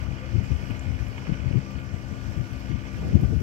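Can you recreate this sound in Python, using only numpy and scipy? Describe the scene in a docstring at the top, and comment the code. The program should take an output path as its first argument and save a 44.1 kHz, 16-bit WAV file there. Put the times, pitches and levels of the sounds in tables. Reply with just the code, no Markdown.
"""A motor boat engine hums, whines and clatters over the wash of water, with a fine fizz of spray.
Wind buffets the microphone, mostly its left port, and bursts hardest near the end; heard from on board.
The hum is made of sine waves, and the clatter is noise pulsing at the engine's firing rate.
Wash, churn and spray are shaped noise, gurgles and droplets are short tones, and wind is bursts of rumble."""
import sys
import numpy as np
from scipy import signal
from scipy.fft import rfft, irfft
from scipy.io import wavfile
from scipy.ndimage import uniform_filter1d

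SR = 44100
rng = np.random.default_rng(int(sys.argv[2]) if len(sys.argv) > 2 else 0)


def transcribe(u):
    """Save the signal u as a 16-bit wav file named by the first command-line argument.

    u: samples, shape (n,) or (channels, n), limited to [-1, 1]; the rate is SR.
    q: integer samples, one column per channel.
    """
    v = np.clip(np.atleast_2d(u).T, -1, 1)
    q = np.round(v * 32767).astype(np.int16)
    wavfile.write(sys.argv[1], SR, q)


N = 150822
T = np.arange(N) / SR  # time of each sample in seconds
BINS = np.fft.rfftfreq(N, 1 / SR)  # frequencies in Hz

# Spectrum tables and level curves give relative dB where a sound is scaled afterwards.

# Tones of the engine. Each row: multiple of the firing rate (its pitch is rounded to a whole multiple),
# left level in dB, right level in dB.
ENGINE_TONES = [(1, -40.5, -51), (2, -39, -61.5), (3, -41, -58), (4, -44.5, -54), (5, -52.5, -54.5),
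                (7, -60, -68), (8, -70.5, -60), (9, -60.5, -59), (17.8, -55, -80), (22, -56, -77.5),
                (23.3, -57.5, -70.5), (27, -67, -76), (28.2, -71, -80), (30.6, -80, -65),
                (34.38, -71.5, -75.5), (37, -87, -69.5), (45, -77, -73)]
# Tone colour of the clatter. Each row: frequency in Hz, left and right relative dB per Hz.
CLATTER_SPECTRUM = [(300, -1, -13), (980, -2, -7.5), (1390, -17.5, -7.5), (1734, -9, -2), (1930, -1.5, -9),
                    (2147, -20, 4.5), (2365, -8, -0.5), (2476, 0.5, 2.5), (2845, -20.5, -16), (2830, -8, 2),
                    (3320, -30, -8.5), (4080, -25, -34), (8000, -41.5, -41.5)]
# Rise and fall of the clatter. Each row: time in seconds, relative level in dB.
CLATTER_LEVEL_CURVE = [(0, 2.5), (1.2, 1), (1.34, 1), (1.52, 3.5), (1.63, -1.5), (1.82, 0.5), (2.08, -2.5),
                       (2.3, -2), (2.5, 0), (2.82, 1), (3.22, 0), (3.31, -8.5), (3.42, -1)]
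# Harder knocks in the clatter. Each row: start in seconds, added strength in dB relative to a typical firing.
HARDER_KNOCKS = [(0.587, -3), (.707, 7), (.966, -4), (1.179, 9), (1.27, 7), (1.333, 9)]
# How alike the noise is at the two ports. Each row: frequency in Hz, likeness (0 unrelated, 1 the same).
PORT_LIKENESS = [(50, 0.62), (600, 0.88), (1200, 0), (2200, 0.97), (3200, 0.58), (5000, 0), (15000, 0.05)]
# Tone colour of water along the hull. Each row: frequency in Hz, left and right relative dB per Hz.
WASH_SPECTRUM = [(20, -15, -26), (70.7, 3.5, 3), (208, 4.5, 2), (400, -2.5, -3.5), (650, -1.5, -5.5),
                 (795, -6, -8), (1090, -10.5, -12.5), (1700, -10, -5), (2750, -12, -14), (3860, -21.5, -18),
                 (4640, -20, -14), (5780, -24, -11.5), (6820, -23, -22), (7560, -22, -21.5),
                 (9100, -33.5, -41.5), (11000, -34, -41.5), (15500, -32.5, -54)]
# Rise and fall of the wash. 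Each row: time in seconds, relative level in dB.
WASH_LEVEL_CURVE = [(0, 0), (.2, -0.5), (.62, 1.5), (.9, -.5), (1.28, 1), (1.63, -1), (2, -1), (2.2, .5),
                    (2.8, 0.5), (3.05, 2), (3.42, -1)]
# Tone colour of the low wake churn. Each row: frequency in Hz, left and right relative dB per Hz.
CHURN_SPECTRUM = [(150, -14, -20), (380, -2, 0.5), (610, 2, -2), (810, -3, -3.5), (1180, -7, -7.5),
                  (1710, -14.5, -12), (3000, -38, -32), (9000, -59.5, -62)]
# Rise and fall of the churn. Each row: time in seconds, level in dB.
CHURN_LEVEL_CURVE = [(0, -50.5), (.6, -51.5), (.9, -53.5), (1.25, -49.5), (1.7, -52.5), (2.4, -54.5),
                     (3.42, -59.5)]
# Tone colour of the spray. Each row: frequency in Hz, left and right relative dB per Hz.
SPRAY_SPECTRUM = [(2000, -26, -25), (7000, -6, -4.5), (9300, -6.5, -12), (12500, 0.5, -25),
                  (15500, -6, -26)]
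# Rise and fall of the spray. Each row: time in seconds, level in dB before SPRAY_GAIN_DB is added.
SPRAY_LEVEL_CURVE = [(0.03, -74), (0.07, -80), (0.24, -85), (0.69, -74), (0.94, -81), (1.08, -73.5),
                     (1.31, -86), (2.57, -75), (2.84, -86), (2.96, -75), (3.19, -81), (3.2, -71.5),
                     (3.32, -76.5), (3.42, -72)]
# Tone colour of wind rumble. Each row: multiple of the eddy rate, relative dB per Hz.
RUMBLE_SPECTRUM = [(.12, -39), (.3, -23.5), (.52, -3.5), (.9, 1.5), (1.4, 0), (2.1, -13), (3.2, -21),
                   (4.8, -31), (7.5, -57), (13, -68), (45, -100)]
# Gusts on the left port. Each row: centre in seconds, length in seconds, level in dB, eddy rate in Hz.
LEFT_GUSTS = [(.025, 0.02, -21.5, 86), (.11, .06, -25.5, 101), (.372, 0.05, -15, 94),
              (.512, .015, -18.5, 116), (.538, 0.044, -17, 61), (.64, 0.016, -23.5, 88.5),
              (.71, 0.021, -19.5, 100), (.895, 0.046, -21, 81.5), (.955, 0.023, -24, 87),
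              (1.022, 0.037, -23, 79.6), (1.06, 0.054, -27.5, 76.6), (1.298, 0.027, -21, 132),
              (1.322, 0.011, -12.5, 75), (1.42, 0.026, -21, 79), (1.475, 0.04, -20.5, 87),
              (1.511, 0.0077, -18.5, 162), (1.562, 0.041, -13.5, 96), (1.77, 0.033, -25.5, 91),
              (1.94, 0.014, -21, 87), (2.12, 0.02, -28, 140), (2.28, 0.07, -26.5, 71),
              (2.395, 0.049, -19.5, 91.5), (2.712, 0.031, -22.5, 118), (2.752, 0.014, -12, 59),
              (3.07, .09, -27.5, 111), (3.155, 0.031, -8.5, 112), (3.19, 0.042, -24, 109.5),
              (3.231, 0.0094, -15, 160), (3.25, 0.016, -10.5, 70), (3.29, 0.024, -19, 87.5),
              (3.332, 0.043, -19, 127), (3.372, 0.019, -14, 80), (3.42, 0.033, -17.5, 108)]
# Gusts on the right port. Each row: centre in seconds, length in seconds, level in dB, eddy rate in Hz.
RIGHT_GUSTS = [(.58, 0.095, -47, 110), (1.22, 0.1, -43.5, 110), (2.23, 0.085, -51, 90),
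               (2.99, 0.027, -34, 118), (3.075, 0.11, -33, 110), (3.09, 0.14, -36, 317),
               (3.21, .05, -32, 153), (3.22, 0.052, -34, 314), (3.32, 0.042, -35.5, 240)]
# Faint chirps and gurgles. Each row: centre in seconds, length in seconds, pitch at the centre in Hz,
# level in dB, rise per second (as an exponential growth rate).
GURGLE_TONES = [(0.063, 0.0458, 1197, -53, 15), (0.241, 0.058, 517, -46, 0.33),
                (1.21, .06, 480.5, -57, 0.89)]
# Close droplets. Each row: start in seconds, ring frequency in Hz, left level in dB before the soft start,
# decay time in seconds.
CLOSE_DROPLETS = [(.438, 12500, -38, .0003), (.794, 6500, -36, 0.0005), (0.795, 7280, -30.5, .0009),
                  (1.712, 14500, -34, .0002), (2.085, 7200, -43, .001), (2.6, 14800, -37, .0003),
                  (3.083, 11000, -35, .0002)]

FIRING_HZ, SPEED_WANDER = 65.56, 0.001055  # wander is a fraction of the firing rate
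RIGHT_LAG_S = 0.00033
PHASE_WAVER_RAD, TONE_WAVER_DB, WHINE_ROUGHNESS = 0.26, 2, 0.47
CLATTER_DB, RATTLE_DB = -50, 0.92  # base level and random swing
KNOCK_DECAY_TURNS = 0.38  # in firing periods
KNOCK_SPREAD_DB, KNOCK_FLOOR, HARD_DECAY_S = 2.5, 0.54, 0.0067
WASH_DB, WASH_PATCH_DB, WASH_SWELL_DB = -46, 1.5, 0.68
SPRAY_GAIN_DB, DROPS_PER_S = 9, 900
DROP_SPREAD_DB, DROP_DB = 8, -5  # drop level is relative to the fizz, before colouring
BREEZE_DB, BREEZE_FLUTTER_DB, BREEZE_EDDY_HZ = -32.5, 2.5, 81
STEADY_S, PRESSURE_SKEW = 0.027, 0.069  # strength-evening window, lopsidedness
RISE_EDGE, FALL_EDGE = 3.16, 2.43  # larger values make a gust start or end more abruptly
GURGLE_ROUGHNESS_RAD = 0.23
TICK_RISE_S, TICK_RIGHT_DB = 0.0001, -16.5  # right level is relative to the left
LOW_CUT_HZ, EDGE_HZ = 43, 15800


def amp(db):
    """Turn decibels into gain."""
    return 10 ** (np.asarray(db) / 20)


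def unit(x):
    """Scale a signal to an average (rms) strength of 1."""
    return x / np.sqrt(np.mean(x ** 2) + 1e-20)


def curve(points):
    """Read a time curve at every sample."""
    return np.interp(T, *np.transpose(points))


def spectrum(points, hz):
    """Read each column of a table along a log-frequency axis."""
    table_hz, *columns = np.transpose(points)
    return np.array([np.interp(np.log(hz + 1), np.log(table_hz + 1), c) for c in columns])


def colour(x, points):
    """Filter each port to its own spectrum."""
    return irfft(rfft(x) * amp(spectrum(points, BINS)), N)


def drift(rate_hz):
    """Make slow random motion of rms 1 by keeping only low frequencies of noise."""
    low_pass = np.exp(-(BINS / rate_hz) ** 2) * (BINS > 0)
    return unit(irfft(rfft(rng.standard_normal(N)) * low_pass, N))


def port_noise():
    """Make partly alike noise at two ports; the shared part reaches the right one later."""
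    left, other = rfft(rng.standard_normal((2, N)))
    likeness = spectrum(PORT_LIKENESS, BINS)[0]
    right = likeness * left + np.sqrt(1 - likeness ** 2) * other
    delay = np.exp(-2j * np.pi * BINS * RIGHT_LAG_S)
    return irfft(np.array([left, right * delay]), N)


def hum(turns):
    """Add the drone and whine: wavering multiples of the firing rate, rougher towards the top."""
    out = np.zeros((2, N))
    for multiple, left_db, right_db in ENGINE_TONES:
        phase = 2 * np.pi * (round(multiple) * turns + rng.random())
        phase = phase + PHASE_WAVER_RAD * drift(9.8)
        rough = 1 + WHINE_ROUGHNESS * min(multiple / 20, 1) * drift(51)
        right_lag = 2 * np.pi * multiple * FIRING_HZ * RIGHT_LAG_S
        for port, (db, lag) in enumerate([(left_db, 0), (right_db, right_lag)]):
            strength = unit(rough * amp(TONE_WAVER_DB * drift(8.9)))
            out[port] += np.sqrt(2) * amp(db) * strength * np.sin(phase - lag)
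    return out


def clatter(turns):
    """Let each firing set off a burst of noise in the engine's resonances; a few knock harder."""
    firing_strengths = amp(KNOCK_SPREAD_DB * rng.standard_normal(1000))
    strength = firing_strengths[turns.astype(int)]
    knocks = KNOCK_FLOOR + strength * np.exp(-(turns % 1) / KNOCK_DECAY_TURNS)
    for start, db in HARDER_KNOCKS:
        knocks += amp(db) * (T > start) * np.exp(-abs(T - start) / HARD_DECAY_S)
    level_db = CLATTER_DB + curve(CLATTER_LEVEL_CURVE) + RATTLE_DB * drift(9.9)
    return unit(colour(port_noise() * knocks, CLATTER_SPECTRUM)) * amp(level_db)


def wash():
    """Make churning water from noise whose short patches of time and pitch come and go."""
    pieces = signal.stft(port_noise(), nperseg=512, noverlap=384)[2]
    patches = rng.standard_normal(pieces.shape[1:])
    patches = uniform_filter1d(patches, size=7, axis=0)  # smooth over frequency
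    patches = unit(uniform_filter1d(patches, size=16, axis=1))  # smooth over time
    pieces = pieces * amp(WASH_PATCH_DB * patches)
    water = signal.istft(pieces, nperseg=512, noverlap=384)[1][:, :N]
    level_db = WASH_DB + curve(WASH_LEVEL_CURVE) + WASH_SWELL_DB * drift(27)
    return unit(colour(water, WASH_SPECTRUM)) * amp(level_db)


def churn():
    """Make the lower slosh of the wake from shaped noise, which eases off towards the end."""
    return unit(colour(port_noise(), CHURN_SPECTRUM)) * amp(curve(CHURN_LEVEL_CURVE))


def spray():
    """Make a swelling fizz of noise with tiny bursting drops as random clicks in it."""
    size = amp(DROP_SPREAD_DB * np.minimum(rng.exponential(1, (2, N)), 5))
    bursts = rng.random((2, N)) < DROPS_PER_S / SR
    drops = size * bursts * rng.choice([-1, 1], (2, N))
    fizz = rng.standard_normal((2, N)) + amp(DROP_DB) * unit(drops)
    return unit(colour(fizz, SPRAY_SPECTRUM)) * amp(SPRAY_GAIN_DB + curve(SPRAY_LEVEL_CURVE))


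def eddies(rate_hz, size):
    """Make lopsided pressure swings of even strength, as eddies cross a port."""
    ratio = np.fft.rfftfreq(size, 1 / SR) / rate_hz
    rumble = irfft(rfft(rng.standard_normal(size)) * amp(spectrum(RUMBLE_SPECTRUM, ratio)[0]), size)
    power = abs(signal.hilbert(rumble)) ** 2 / 2
    span = max(int(STEADY_S * SR), 1)
    smooth_power = uniform_filter1d(uniform_filter1d(power, span), span // 2 + 1)
    pressure = rumble / np.sqrt(smooth_power)
    return pressure + PRESSURE_SKEW * (pressure ** 2 - 1)


def buffets(gusts, size=16384):
    """Make each gust an abrupt puff of eddies: slow ones thump, quick ones flutter."""
    out = np.zeros(N)
    t = (np.arange(size) - size / 2) / SR  # seconds from the gust's centre
    edge = np.where(t < 0, RISE_EDGE, FALL_EDGE)
    for centre, length, db, rate_hz in gusts:
        envelope = 1 / np.sqrt(1 + abs(2 * t / length) ** (2 * edge))
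        puff = eddies(rate_hz, size) * envelope
        out += amp(db) * np.interp(T - centre, t, puff, 0, 0)
    return out


def wind():
    """Send gusts of eddies to each port separately, over a fluttering breeze at the left."""
    flutter = amp(BREEZE_DB + BREEZE_FLUTTER_DB * drift(24))
    breeze = eddies(BREEZE_EDDY_HZ, N) * flutter
    return np.array([breeze + buffets(LEFT_GUSTS), buffets(RIGHT_GUSTS)])


def gurgles():
    """Make short, rough, rising tones, like air pockets in the water."""
    out = np.zeros(N)
    for centre, length, hz, db, rise in GURGLE_TONES:
        pitch = hz * np.exp(rise * np.clip(T - centre, -length, length))
        phase = 2 * np.pi * np.cumsum(pitch) / SR + GURGLE_ROUGHNESS_RAD * drift(60)
        envelope = np.exp(-(2 * (T - centre) / length) ** 2)
        out += amp(db) * envelope * np.sqrt(2) * np.sin(phase)
    return out


def ticks():
    """Let a few droplets close to the left port ring briefly and die away."""
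    out = np.zeros(N)
    for start, hz, db, decay in CLOSE_DROPLETS:
        t = np.maximum(T - start, 0)
        envelope = (1 - np.exp(-t / TICK_RISE_S)) * np.exp(-t / decay)
        out += amp(db) * envelope * np.sin(2 * np.pi * hz * t)
    return np.array([out, out * amp(TICK_RIGHT_DB)])


def scene():
    """Add engine, water and wind; hum and clatter share one slightly wandering firing rate."""
    turns = np.cumsum(FIRING_HZ * (1 + SPEED_WANDER * drift(2.56))) / SR  # firings so far
    engine = hum(turns) + clatter(turns)
    water = wash() + churn() + spray()
    return engine + water + wind() + gurgles() + ticks()


def record(dry):
    """Apply the microphone's bass cut, then limit the treble."""
    ratio = np.fft.rfftfreq(2 * N, 1 / SR) / LOW_CUT_HZ
    bass_cut = ratio ** 3 / np.sqrt(1 + ratio ** 6)
    cut = irfft(rfft(dry, 2 * N) * bass_cut)[:, :N]
    treble_limit = signal.firwin(511, EDGE_HZ, window=("kaiser", 9), fs=SR)
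    return signal.oaconvolve(cut, treble_limit[None], "same")


dry = scene()
out = record(dry)
transcribe(out)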